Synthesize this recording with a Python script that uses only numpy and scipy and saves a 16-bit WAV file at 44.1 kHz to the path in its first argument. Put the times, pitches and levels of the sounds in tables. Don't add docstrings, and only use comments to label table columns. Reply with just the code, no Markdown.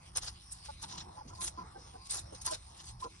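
import sys
import numpy as np
from scipy import signal
from scipy.fft import rfft, irfft
from scipy.io import wavfile
from scipy.ndimage import uniform_filter1d

SR = 44100
rng = np.random.default_rng(int(sys.argv[2]) if len(sys.argv) > 2 else 0)


def to_wav(sig):
    pcm = np.clip(np.atleast_2d(sig), -1, 1) * 32767
    pcm = np.round(pcm).astype(np.int16)
    wavfile.write(sys.argv[1], SR, pcm.T)


N = 141120


def undb(db):
    return 10 ** (np.asarray(db, float) / 20)


def unit(x):
    return x / np.sqrt(np.mean(x ** 2))


def curve(table, column=1):
    points = np.array(table, float)
    return np.interp(np.arange(N) / SR, points[:, 0], points[:, column])


def bins():
    return np.arange(N // 2 + 1) * SR / N


def colour(x, table):
    hz, db = np.array(table, float).T
    log_f = np.log(bins() + 1)
    gain = undb(np.interp(log_f, np.log(hz), db, left=-90, right=-90))
    return unit(irfft(rfft(x) * gain, N))


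def band(x, lo_hz, hi_hz):
    sos = signal.butter(2, [lo_hz, min(hi_hz, SR * .45)], "band", fs=SR, output="sos")
    return signal.sosfilt(sos, x)


def walk(rate, size=N):
    k = max(int(SR / rate), 1)
    noise = rng.standard_normal(size + 4 * k)
    smooth = uniform_filter1d(uniform_filter1d(noise, k), k)
    return unit(smooth[2 * k:2 * k + size])


def add(out, start, x):
    i = int(start * SR)
    out[i:i + len(x)] += x[:len(out) - i]


def patchy(x, edges_hz, rate, depth_db):
    spec, f = rfft(x), bins()
    total = 0
    for lo, hi in zip(edges_hz, edges_hz[1:]):
        part = irfft(spec * ((f >= lo) & (f < hi)), N)
        total = total + part * undb(depth_db * walk(rate))
    return total


# (time [s], level [dB])
RUMBLE_LEVEL = [(0, -60.5), (.25, -52.5), (.45, -58.5), (1.04, -51.5), (1.15, -56), (1.32, -50), (1.5, -57),
                (1.8, -54.5), (2.05, -59), (2.16, -53.5), (2.58, -55), (2.75, -58.5), (2.95, -49.5),
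                (3.05, -54.5), (3.2, -58.5)]
# (frequency [Hz], relative level [dB per Hz])
RUMBLE_SPECTRUM = [(13, -45), (22, -21), (54, 1.5), (69, 0.5), (140, -6.5), (194, -18), (250, -19.5),
                   (320, -49), (550, -120)]


def rumble():
    noise = colour(rng.standard_normal((3, N)), RUMBLE_SPECTRUM)
    return noise * undb(curve(RUMBLE_LEVEL) + 1.5 * walk(9))


# (time [s], level [dB])
FLOCK_LEVEL = [(0, -61), (.4, -66.5), (.75, -67), (.95, -54), (1.5, -63.5), (1.65, -54.5), (1.71, -60),
               (1.8, -57), (2.05, -67), (2.3, -58), (2.65, -64), (3.2, -65)]
# (frequency [Hz], relative level [dB per Hz])
FLOCK_SPECTRUM = [(100, -32), (170, 0), (248, -16.5), (330, -4.5), (446, -16), (780, -4), (1100, -8),
                  (1700, -23), (2210, -25), (3740, -120)]


def flock():
    noise = colour(rng.standard_normal((3, N)), FLOCK_SPECTRUM)
    flicker = patchy(noise, [0, 280, 450, 700, 1100, SR], 14, 3.0)
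    return flicker * undb(curve(FLOCK_LEVEL))


GRAINS_PER_S, GRAIN_SPREAD_DB, BIGGEST_GRAIN_DB = 5000, 3, 5.5
GRAIN_EDGES_HZ = [0, 2000, 2700, 3500, 4300, 5100, 5900, 6800, 7600, 8500, 9300, 10100, SR]


def grains():
    chance, size = rng.random((2, 3, N))
    hits = chance < GRAINS_PER_S / SR
    size_db = np.minimum(-GRAIN_SPREAD_DB * np.log(1 - size), BIGGEST_GRAIN_DB)
    return hits * undb(size_db) * rng.standard_normal((3, N))


# (time [s], level [dB])
RUSTLE_LEVEL = [(0, -62), (.4, -60), (.81, -56), (1.15, -64), (1.75, -63.5), (2.3, -59), (2.85, -62.5),
                (2.96, -65.5), (3.2, -59)]
# (frequency [Hz], relative level [dB per Hz])
LITTER_SPECTRUM = [(1000, -1.5), (1400, -9.5), (2520, -6.5), (5460, 0), (7100, -11), (9320, -1),
                   (10700, -12.5), (11400, -36)]


def rustle():
    litter = patchy(colour(grains(), LITTER_SPECTRUM), GRAIN_EDGES_HZ, 18.3, 3.6)
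    return litter * undb(curve(RUSTLE_LEVEL) + 1.54 * walk(28.4))


BODY_S = 0.056
# (time [s], level [dB], pitch [Hz])
CLUCK_BODIES = [(1.05, -55, 209), (1.25, -53, 233), (1.409, -55, 210), (1.576, -51.5, 269),
                (1.639, -66, 254), (1.75, -54, 400), (1.85, -61, 605), (1.928, -60, 330)]


def cluck_bodies():
    out = np.zeros(N)
    u = np.arange(int(3 * BODY_S * SR)) / SR / BODY_S
    env = 8 * u * np.exp(-3 * u)
    for start, db, hz in CLUCK_BODIES:
        lump = unit(band(rng.standard_normal(len(u)), 0.45 * hz, 1.54 * hz))
        add(out, start, undb(db) * lump * env)
    return out


# (time [s], pitch [Hz], level [dB])
WHINE_GLIDE = [(1.8, 864, -85), (1.86, 915, -71), (2.03, 1066, -59), (2.09, 1117, -70), (2.11, 1120, -89)]


def whine():
    level = np.sqrt(2) * undb(curve(WHINE_GLIDE, column=2) + 2.0 * walk(36))
    return level * np.sin(2 * np.pi * np.cumsum(curve(WHINE_GLIDE)) / SR)


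THROAT_WIDTH = .17
CLUCK_ATTACK, SAG = 0.38, 0.024
CHEST_DB, SKIRT_DB, BREATH_DB = -16, -18.5, 1
RASP_HZ = 100.5
# (time [s], length [s], level [dB], pitch [Hz], throat resonance [Hz], roughness [0-1, clipped])
CLUCK_CALLS = [(0.684, 0.029, -44.5, 288.5, 768, 0.1), (0.826, 0.044, -49, 301.3, 1000, 0.42),
               (0.92, 0.096, -55, 331, 945, 0.58), (1.177, 0.03, -51, 338, 1010, 0.3),
               (1.167, 0.041, -50.5, 281, 850, 0.42), (1.207, 0.018, -48, 285, 835, 0.1),
               (1.296, 0.0526, -51.5, 340, 1010, 0.49), (1.379, 0.059, -48.5, 345.2, 1000, 0.29),
               (1.414, 0.077, -58, 348, 357, 0.36), (1.573, 0.041, -43.5, 343, 944, 0.3),
               (1.605, 0.031, -48, 340.4, 1010, 0.4), (1.745, 0.055, -51, 394, 816, 0.48),
               (1.936, 0.041, -50, 376, 840, 0.42), (2.132, 0.078, -54.5, 369.7, 790, 0.65),
               (2.318, 0.037, -50.5, 277.6, 556, 0.97), (2.465, 0.071, -45.5, 335.6, 1010, 0.4),
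               (2.505, 0.064, -43.5, 313, 610, 0.48), (3.015, 0.072, -42.5, 340, 1010, 0.43),
               (3.039, 0.046, -47.5, 238.3, 502, 1.03)]


def clucks():
    out = np.zeros(N)
    k = np.arange(1, 7)[:, None]
    for start, length, db, hz, throat_hz, rough in CLUCK_CALLS:
        n = int(length * SR)
        u, rough = np.arange(n) / n, np.clip(rough, 0, 1)
        pitch = hz * (1 - SAG * (u - .5) + 0.028 * rough * walk(RASP_HZ, size=n))
        off = np.log(k * hz / throat_hz) / THROAT_WIDTH
        throat = np.exp(-(off * np.where(off > 0, 1.5, 1)) ** 2 / 2)
        chest = 2 * rough * undb(CHEST_DB) * (k == 1)
        skirt = undb(SKIRT_DB) * (k > 1) * (k * hz < 1600)
        rasp = 1 - rough + rough * np.array([walk(RASP_HZ, size=n) for _ in k])
        tones = np.sin(k * 2 * np.pi * np.cumsum(pitch) / SR)
        voice = unit(((throat + chest + skirt) * rasp * tones).sum(axis=0))
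        lo_hz, hi_hz = 0.59 * throat_hz, 1.37 * throat_hz
        breath = unit(band(band(rng.standard_normal(n), lo_hz, hi_hz), lo_hz, hi_hz))
        env = np.sin(np.pi / 2 * np.minimum(u / CLUCK_ATTACK, (1 - u) / (1 - CLUCK_ATTACK)))
        body = unit(voice + rough ** 2 * undb(BREATH_DB) * breath)
        add(out, start, undb(db) * np.sqrt(2) * env * body)
    return out


RAKE_ATTACK_S, RAKE_RELEASE_S = .012, 0.03
DIG_DB, DIG_S = -1, 0.0039
CRUNCH_DB = 3
SPLIT_HZ = 6660
# (time [s], length before the fade [s], level midway between bands [dB], top over middle [dB])
RAKE_STROKES = [(0.15, 0.032, -40.5, -8.5), (0.214, 0.074, -46.5, -12), (0.51, 0.024, -51.5, 15),
                (0.646, 0.016, -50.5, -4), (0.813, 0.032, -45.5, -6.5), (0.877, 0.084, -55, -20.5),
                (0.972, 0.036, -55.5, -30), (1.273, 0.024, -56.5, -18), (1.328, 0.074, -59, -6),
                (1.407, 0.073, -37, -4.5), (2.045, 0.028, -52.5, -6), (2.095, 0.1, -40, -7),
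                (2.343, 0.02, -59, -24), (2.41, 0.012, -48.5, 0), (2.447, 0.1, -42, -8.5),
                (2.764, 0.057, -55.5, -12), (2.836, 0.071, -52, -5.5), (2.994, 0.049, -55.5, -11)]
# (frequency [Hz], relative level [dB per Hz])
FEED_SPECTRUM = [(300, -23.5), (787, -8), (2230, -15.5), (4150, -4), (5600, -2.5), (7180, -2), (9200, 4),
                 (10800, -1.5), (11600, -65.5)]


def rakes():
    slide = patchy(colour(grains(), FEED_SPECTRUM), GRAIN_EDGES_HZ, 39, 2.85)
    middle = irfft(rfft(slide) / (1 + (bins() / SPLIT_HZ) ** 12), N)
    top = slide - middle
    t = np.arange(N) / SR
    env = np.zeros((2, N))
    for start, length, db, top_db in RAKE_STROKES:
        u = t - start
        rise = np.clip(u / RAKE_ATTACK_S + 0.26, 0, 1)
        fade = np.exp(-2 * np.maximum(u - length, 0) / RAKE_RELEASE_S)
        dig = undb(DIG_DB * np.exp(-np.abs(u) / DIG_S))
        env += (rise * fade) ** 1.24 * dig * undb([[db - top_db / 2], [db + top_db / 2]])
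    middle_crunch = undb(CRUNCH_DB * walk(90.0))
    top_crunch = undb(CRUNCH_DB * walk(128))
    return env[0] * middle * middle_crunch + env[1] * top * top_crunch


TICK_HZ, TICK_T60_S = 9260, 0.0064
TICK_BROAD_DB, TICK_TAIL_DB = -14, -14
TICK_TRIM_DB = 5
# (time [s], level before the trim [dB])
TICK_HITS = [(0.164, -29), (0.1701, -23), (0.1726, -25), (0.1726, -25), (.1760, -33), (.5188, -40),
             (.5220, -33), (.8884, -41), (1.3516, -53), (1.4152, -34), (1.421, -35), (2.0717, -41),
             (2.108, -25), (2.1105, -25), (2.4174, -35.5), (2.4626, -21), (2.4665, -22), (2.4662, -26),
             (2.8562, -47), (3.0004, -49.5)]


def ticks():
    out, u = np.zeros(N), np.arange(1000) / SR
    decay = np.exp(-np.log(1000) * u / TICK_T60_S)
    click = undb(TICK_BROAD_DB) * decay + undb(TICK_TAIL_DB) * np.exp(-u / 0.0078)
    for start, db in TICK_HITS:
        hz = TICK_HZ * (1 + .03 * rng.standard_normal())
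        ring = np.sin(2 * np.pi * hz * u) * decay * np.minimum(u / .0003, 1)
        wide = band(rng.standard_normal(len(u)), 4300, 8900)
        add(out, start, undb(db + TICK_TRIM_DB) * (ring + click * wide))
    return out


YARD_DB, YARD_T60_S = -15, .08


def yard_reflections():
    u = np.arange(int(.2 * SR)) / SR
    tail = rng.standard_normal((2, len(u))) * np.exp(-np.log(1000) * u / YARD_T60_S)
    tail = undb(YARD_DB) * tail / np.sqrt((tail ** 2).sum(axis=1, keepdims=True))
    return rfft(tail, N)


LEFT_DIP_HZ, LEFT_DIP_DB = 390, -5
# (frequency [Hz], phase [rad])
PORT_PHASE = [(170, .27), (340, -.8), (470, -.4), (570, 3.0), (750, 2.7), (850, 1.7), (1100, 1.7),
              (2070, 0.8), (2930, 1.5), (4310, 2.24), (5340, 6.5), (6500, 8.5), (8600, 10.5), (10200, 10.8)]


def ports():
    f = bins()
    lead = np.interp(f, *np.array(PORT_PHASE).T, left=0)
    turn = np.exp(.5j * lead * np.array([[1], [-1]]))
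    turn[0] *= undb(LEFT_DIP_DB / (1 + (f / LEFT_DIP_HZ - 1) ** 2 / 0.077))
    return turn


BASS_DIFFUSE, DIFFUSE, DIFFUSE_HZ = 0.03, 0.64, 270


def scene():
    near = rfft(ticks() + clucks() + whine() + cluck_bodies())
    spread = rfft(rakes() + rustle() + flock() + rumble())
    f, turn = bins(), ports()
    share = BASS_DIFFUSE + DIFFUSE * f ** 2 / (f ** 2 + DIFFUSE_HZ ** 2)
    near_ports = near * (turn + yard_reflections())
    spread_ports = np.sqrt(1 - share ** 2) * turn * spread[0] + share * spread[1:]
    return irfft(near_ports + spread_ports, N)


TOP_HZ = 11900


def record(dry):
    return signal.sosfilt(signal.ellip(8, .2, 70, TOP_HZ, fs=SR, output="sos"), dry)


dry = scene()
out = record(dry)
to_wav(out)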